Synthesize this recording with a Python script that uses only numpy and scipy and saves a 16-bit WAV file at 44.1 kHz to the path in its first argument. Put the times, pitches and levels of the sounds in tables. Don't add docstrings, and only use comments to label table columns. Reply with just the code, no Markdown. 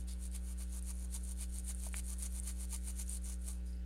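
import sys
import numpy as np
from scipy import signal
from scipy.io import wavfile
from scipy.ndimage import uniform_filter1d

SR = 44100
rng = np.random.default_rng(int(sys.argv[2]) if len(sys.argv) > 2 else 0)


def generate_wav(signal):
    frames = np.transpose(np.atleast_2d(signal))
    scaled = np.clip(frames, -1, 1) * 32767
    pcm = np.round(scaled).astype(np.int16)
    wavfile.write(sys.argv[1], SR, pcm)


N = 169785

# pitch in Hz, relative level in dB per Hz.
HISS_SHAPE = [(8, -8.5), (22, 1.5), (40, -15), (70, -13.5), (130, -18.5), (300, -21), (700, -28.5),
              (1500, -31.5), (3500, -32.5), (8000, -40.5), (12000, -45), (15800, -48)]
# multiple of the mains pitch, peak level in dB.
HUM_TONES = [(1, -39), (2, -72), (3, -53), (5, -66.5), (6, -92), (7, -71.5), (9, -73), (11, -85.5),
             (13, -80.5), (19, -93.5), (23, -81.5), (25, -79.5), (27, -84.5), (29, -85), (31, -85.5),
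             (37, -97), (43, -84.5)]
# time in seconds, peak level in dB.
THROBS = [(.196, -47), (.911, -51), (1.614, -47), (2.337, -45), (3.059, -44), (3.782, -48)]
# start in seconds, level in dB before roughening.
TICKS = [(3.6611, -71), (3.6744, -71), (3.688, -64), (3.7279, -65.5), (3.7698, -70), (3.7973, -72)]
# time in seconds, blow level in dB, blow pitch in Hz, ring pitch in Hz,
# ring level in dB against the blow, seconds for the ring to fall 60 dB, bounce delay in seconds,
# bounce level in dB against the first blow.
KNOCKS = [(1.8675, -44, 755, 650, -6, 0.025, 0.0065, -19),
          (1.94295, -28.5, 2010, 2350, -16.5, 0.02, .005, -14)]
# time in seconds, peak level in dB, pitch in Hz.
SNAPS = [(0.0398, -51, 9300), (0.0806, -57, 8600), (0.1219, -40, 9250), (0.1362, -39, 9600),
         (0.2548, -36.5, 9100.0), (0.2779, -45, 8800.0), (0.3161, -42.5, 8700.0), (0.3517, -41.0, 8900),
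         (0.4495, -55, 10400.0), (0.472, -44, 9400.0), (0.59, -43.0, 8850), (0.6241, -37, 10000),
         (0.6956, -46, 9800), (0.765, -40.0, 9900.0), (0.7932, -38, 9350), (0.8259, -36.5, 9400),
         (0.8383, -48.0, 9400.0), (0.8487, -47.0, 9400.0), (0.8805, -39, 9800), (0.9057, -36, 9600),
         (0.939, -44, 9300.0), (0.9544, -42, 10200), (0.978, -49, 10000.0), (0.9966, -43, 9400),
         (1.0257, -44, 10100), (1.049, -40, 9500), (1.164, -47, 9600), (1.2133, -57, 10300),
         (1.2353, -40, 10000), (1.2407, -39, 8750), (1.2952, -40.0, 8900.0), (1.3118, -39.0, 8700.0),
         (1.3188, -39.0, 8900.0), (1.332, -43, 9400.0), (1.3754, -46, 9600), (1.4103, -32.5, 9600),
         (1.4316, -45, 9200.0), (1.504, -48, 9000.0), (1.5537, -37, 9200), (1.586, -31, 9100),
         (1.6359, -48.0, 9500.0), (1.6488, -39, 9500.0), (1.6914, -35.0, 10300), (1.7487, -33.5, 9300),
         (1.7916, -44, 9100), (1.8001, -41, 9400), (1.889, -36.5, 9800), (1.93, -37.5, 9000),
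         (1.9658, -32.0, 10200), (2.0659, -37.5, 9100), (2.1035, -34, 8950), (2.1849, -39, 9400),
         (2.191, -36, 10200.0), (2.2251, -30, 9000), (2.232, -28, 9100), (2.2633, -34, 6900),
         (2.3253, -44, 11600.0), (2.3999, -27.5, 8970), (2.435, -37, 9400), (2.4757, -30.0, 9200),
         (2.5146, -41, 8800), (2.6531, -38, 9400), (2.6961, -44.0, 9300.0), (2.7029, -46, 9400.0),
         (2.7463, -49, 9200), (2.7636, -34, 9000), (2.849, -42.0, 9800), (2.967, -43.0, 8900.0),
         (3.0809, -38.5, 6900.0), (3.096, -28, 8900), (3.133, -32, 8950), (3.1389, -35, 8800.0),
         (3.1495, -33, 9000), (3.2219, -48, 10100.0), (3.2438, -37, 9000), (3.3325, -50, 9300),
         (3.3427, -39, 8900), (3.3946, -53, 9200.0), (3.4035, -56, 7800.0), (3.4093, -56.0, 9200.0),
         (3.4195, -48, 9400.0), (3.7387, -60.0, 9200.0), (3.7586, -58, 10300)]
# start of full speed in seconds, seconds held, bristle level in dB,
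# rise in seconds per 20 dB, fall in seconds per 20 dB, then levels in dB against the bristles for
STROKES = [(0.0, 0.0041, -57, 0.299, 0.045, -15.0, -27, -31, -7.5, -17.0),
           (0.082, 0.042, -57.5, 0.016, 0.039, -2.5, -15.5, -20, -6.5, -15),
           (0.238, 0.028, -52.5, 0.08, 0.027, -13.5, -22, -24, -9, -14),
           (0.345, 0.014, -50.5, 0.042, 0.043, -9.5, -15.5, -20, -9, -18),
           (0.482, 0.044, -55, 0.11, 0.024, -13, -19.0, -17, -8.5, -15),
           (0.604, 0.025, -51, 0.044, 0.032, -11, -16.0, -15, -8, -14),
           (0.736, 0.054, -53.4, 0.083, 0.012, -12.5, -21, -16, -6.5, -14),
           (0.891, 0.021, -49.5, 0.08, 0.018, -13.0, -15.0, -17, -6, -17),
           (1.049, 0.002, -55.5, 0.21, 0.023, -13.5, -22, -15, -6, -17.0),
           (1.149, 0.017, -45, 0.049, 0.02, -12, -19.5, -18.5, -7.5, -16),
           (1.317, 0.0045, -51.5, 0.2, 0.018, -13, -21, -19, -7.5, -15),
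           (1.413, 0.026, -48.5, 0.067, 0.025, -10, -15, -18.5, -9, -15),
           (1.562, 0.034, -51, 0.1, 0.029, -13, -20, -21, -8.5, -16),
           (1.696, 0.013, -45.5, 0.06, 0.03, -12, -16.0, -20, -7.5, -14),
           (1.841, 0.031, -48.5, 0.12, 0.038, -15, -20, -20.5, -9, -14),
           (1.964, 0.032, -47, 0.06, 0.02, -11.5, -13.5, -22.5, -8.5, -14),
           (2.099, 0.038, -48.5, 0.1, 0.017, -14.5, -21.5, -19.5, -8.5, -16.0),
           (2.224, 0.042, -47, 0.067, 0.02, -12.5, -17.5, -21, -7.5, -13),
           (2.363, 0.029, -49.5, 0.11, 0.012, -14.5, -20, -20, -8.5, -15),
           (2.474, 0.026, -45.5, 0.06, 0.036, -12.5, -16.5, -19.5, -8, -15.0),
           (2.607, 0.04, -51, 0.089, 0.021, -12.0, -17.5, -18, -8, -16),
           (2.731, 0.021, -44.0, 0.047, 0.036, -11.5, -14.5, -16.5, -6.5, -13),
           (2.875, 0.032, -49, 0.088, 0.031, -13.5, -16.5, -19, -7.5, -13),
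           (2.994, 0.023, -45.8, 0.049, 0.028, -13.5, -17, -20.5, -4.5, -16),
           (3.103, 0.069, -49.5, 0.064, 0.023, -13, -23.5, -25, -9.5, -16.0),
           (3.264, 0.065, -52, 0.057, 0.037, -12.5, -18, -20, -5.0, -12),
           (3.484, 0.002, -46.5, 0.072, 0.084, -13.5, -19.5, -16, -9, -15),
           (3.666, 0.013, -67.0, 0.046, 0.17, -12, -24, -17, -5.5, -19)]
# pitch in Hz, relative level in dB.
BRISTLE_COLOUR = [(3000, -59), (5300, -25), (6840, -33.5), (7500, -10.5), (8130, -5), (9260, -1.5),
                  (10500, -9), (12000, -11), (13500, -24), (15800, -55.5)]
# pitch in Hz, width in Hz, relative level in dB.
DEEP_BRISTLE_RING = [(6360, 820, 1.5), (6900, 310, 0.5), (7480, 200, -9)]
# pitch in Hz, relative level in dB.
FIZZ_COLOUR = [(8000, -27), (11000, -3), (12500, 4.5), (14000, -3.5), (15800, -20)]
# pitch in Hz, width in Hz, relative level in dB.
BOARD_LOW = [(704, 80, -5.5), (923, 83, 0), (1217, 150, -0.5), (1580, 200, -4)]
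# pitch in Hz, width in Hz, relative level in dB.
BOARD_MID = [(2130, 620, -4.5), (2350, 380, 5.5), (3010, 330, 3)]
# pitch in Hz, width in Hz, relative level in dB.
BOARD_HIGH = [(3785, 1100, 2.5), (4440, 460, 3.5), (4980, 220, -5), (5520, 230, -7.5)]

HISS_DB, HISS_PATCH_DB = -62.5, 2
MAINS_HZ, HUM_LEAD_RAD, HUM_DELAY_S = 60, -0.31, 0.00458
THROB_HZ, THROB_SPREAD_S = 51, 0.0064
TICK_HZ, TICK_T60_S, TICK_ROUGH = 4980, 0.071, 0.86
BLOW_CYCLES = 0.35
SNAP_T60_S, SNAP_RISE_S, SNAP_EDGE_DB = 0.0019, 0.0004, -19
SNAP_ECHO_S, SNAP_ECHO_DB = 0.0012, -14.5
FLICKS_PER_S, FLICK_SPREAD_DB = 6000, 5
GROUPS, FLICK_PATCH_DB = 12, 3
TUFT_S = 0.012
CLUMP_DB, CLUMP_S, SWISH_DB = 1, 0.0037, -4
BOARD_RUB_DB = -1.2
BOARD_LAG_S = 0.002
HIGH_STEEP, MID_STEEP, LOW_STEEP = 1, 1.4, 1.9
ROOM_DB, ROOM_T60_S = -14.5, 0.046
EDGE_HZ = 15900


def amp(db):
    return 10 ** (np.asarray(db) / 20)


def evened(x):
    return x / np.sqrt(np.mean(x ** 2) + 1e-30)


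def read(points, hz):
    f, value = np.transpose(points)
    return np.interp(np.log(hz + 1), np.log(f + 1), value)


def add(mix, s, sound):
    part = mix[round(s * SR):][:len(sound)]
    part += sound[:len(part)]


def colour(x, db):
    log_gain = np.log(amp(np.r_[db, db[-2:0:-1]]))
    taps = np.fft.ifft(np.exp(np.conj(signal.hilbert(log_gain)))).real
    return signal.oaconvolve(x, taps[:256])[:N]


def ring(x, modes):
    out = np.zeros(N)
    for hz, width, db in modes:
        r = np.exp(-np.pi * width / SR)
        feedback = [1, -2 * r * np.cos(2 * np.pi * hz / SR), r * r]
        out += amp(db) * evened(signal.lfilter([1, 0, -1], feedback, x))
    return evened(out)


def ping(hz, t60):
    t = np.arange(0, t60, 1 / SR)
    return amp(-60 * t / t60) * np.sin(2 * np.pi * hz * t)


def hiss():
    frames, hz = N // 1024 + 5, np.fft.rfftfreq(4096, 1 / SR)
    a, b, patches = rng.standard_normal((frames, 2049, 3)).T
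    patches = uniform_filter1d(patches, 40, axis=0)
    patches = evened(uniform_filter1d(patches, 3, axis=1))
    spectra = (a + 1j * b) * amp(read(HISS_SHAPE, hz)[:, None] + HISS_PATCH_DB * patches)
    sound = signal.istft(spectra, nperseg=4096, noverlap=3072)[1][:N]
    return amp(HISS_DB) * evened(sound)


def hum():
    t = np.arange(N) / SR - HUM_DELAY_S
    return sum(amp(db) * np.cos(2 * np.pi * k * MAINS_HZ * t + HUM_LEAD_RAD) for k, db in HUM_TONES)


def throbs():
    t, out = np.arange(N) / SR, np.zeros(N)
    for s, db in THROBS:
        swell = np.exp(-0.5 * ((t - s - THROB_SPREAD_S / 2) / THROB_SPREAD_S) ** 2)
        out += amp(db) * swell * np.cos(2 * np.pi * THROB_HZ * (t - s))
    return out


def lifted_brush_ticks():
    out, tick = np.zeros(N), ping(TICK_HZ, TICK_T60_S)
    for s, db in TICKS:
        wobble = evened(uniform_filter1d(rng.standard_normal(8000), 60))[:len(tick)]
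        add(out, s, amp(db) * tick * (1 + TICK_ROUGH * wobble))
    return out


def tub_knocks():
    out, t = np.zeros(N), np.arange(-100, 2000) / SR
    for s, db, hz, ring_hz, ring_db, t60, after, bounce_db in KNOCKS:
        blow = np.exp(-0.5 * (t * hz / BLOW_CYCLES) ** 2) * np.cos(2 * np.pi * hz * t)
        tail = (t > 0) * amp(ring_db - 60 * abs(t) / t60) * np.cos(2 * np.pi * ring_hz * t)
        knock = blow + tail
        add(out, s + t[0], amp(db) * knock)
        add(out, s + t[0] + after, amp(db + bounce_db) * knock)
    return out


def bristle_snaps():
    out = np.zeros(N)
    for s, db, hz in SNAPS:
        snap = ping(hz, SNAP_T60_S)
        snap = snap * np.minimum(np.arange(len(snap)) / SR / SNAP_RISE_S, 1)
        snap = snap / abs(snap).max()
        add(out, s - SNAP_RISE_S, amp(db) * snap)
        add(out, s, amp(db + SNAP_EDGE_DB) * np.array([1., -2, 1]))
        add(out, s + SNAP_ECHO_S, amp(db + SNAP_ECHO_DB) * snap)
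    return out


def stroke_level(lag_s, steep, column=None):
    t, power = np.arange(0, N, 32) / SR - lag_s, 0
    for row in STROKES:
        s, hold, db, rise, fall = row[:5]
        relative_db = row[column] if column else 0
        down = np.maximum(s - t, 0) / rise + np.maximum(t - s - hold, 0) / fall
        power = power + amp(2 * (db + relative_db - 20 * steep * down))
    return np.interp(np.arange(N), np.arange(0, N, 32), np.sqrt(power))


def flicks_and_swish():
    clumps = uniform_filter1d(rng.standard_normal(N), max(round(CLUMP_S * SR), 1))
    clumps = amp(CLUMP_DB * evened(clumps))
    size = amp(FLICK_SPREAD_DB * np.minimum(rng.exponential(1, N), 4))
    size = size * rng.choice([-1., 1.], N)
    flicks = evened(size * (rng.random(N) < FLICKS_PER_S / SR))
    return evened(clumps * (flicks + amp(SWISH_DB) * rng.standard_normal(N)))


def bristles(drive):
    hz = np.fft.rfftfreq(512, 1 / SR)
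    tuft = rng.integers(0, GROUPS, N)[np.arange(N) // round(TUFT_S * SR)]
    group = (tuft + rng.integers(0, 5, N)) % GROUPS
    own = uniform_filter1d(rng.standard_normal((GROUPS, 257)), 14, axis=1)
    own = FLICK_PATCH_DB * evened(own - own.mean(0))
    shape = read(BRISTLE_COLOUR, hz)
    tips = evened(sum(colour(drive * (group == k), shape + own[k]) for k in range(GROUPS)))
    deep = ring(drive, DEEP_BRISTLE_RING)
    fizz = evened(colour(drive, read(FIZZ_COLOUR, hz)))
    return (tips * stroke_level(0, 1)
            + deep * stroke_level(BOARD_LAG_S, 1, column=8)
            + fizz * stroke_level(0, 1, column=9))


def board(drive):
    rub = drive + amp(BOARD_RUB_DB) * rng.standard_normal(N)
    return (ring(rub, BOARD_HIGH) * stroke_level(BOARD_LAG_S, HIGH_STEEP, column=5)
            + ring(rub, BOARD_MID) * stroke_level(BOARD_LAG_S, MID_STEEP, column=6)
            + ring(rub, BOARD_LOW) * stroke_level(BOARD_LAG_S, LOW_STEEP, column=7))


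def scrub():
    drive = flicks_and_swish()
    return bristles(drive) + board(drive)


def room(x):
    taps = np.zeros(SR // 4)
    at = np.arange(100, len(taps) - 20, 20)
    strength = rng.choice([-1., 1.], len(at)) * amp(-60 * at / SR / ROOM_T60_S)
    taps[at + rng.integers(0, 20, len(at))] = strength
    return signal.oaconvolve(x, taps / np.linalg.norm(taps))[:N]


def scene():
    background = hiss() + hum() + throbs()
    near = lifted_brush_ticks() + tub_knocks() + bristle_snaps() + scrub()
    return (background + near + amp(ROOM_DB) * room(near))[None]


def record(dry):
    taps = signal.firwin(511, EDGE_HZ, window=("kaiser", 9), fs=SR)
    return signal.oaconvolve(dry, taps[None], "same")


dry = scene()
out = record(dry)
generate_wav(out)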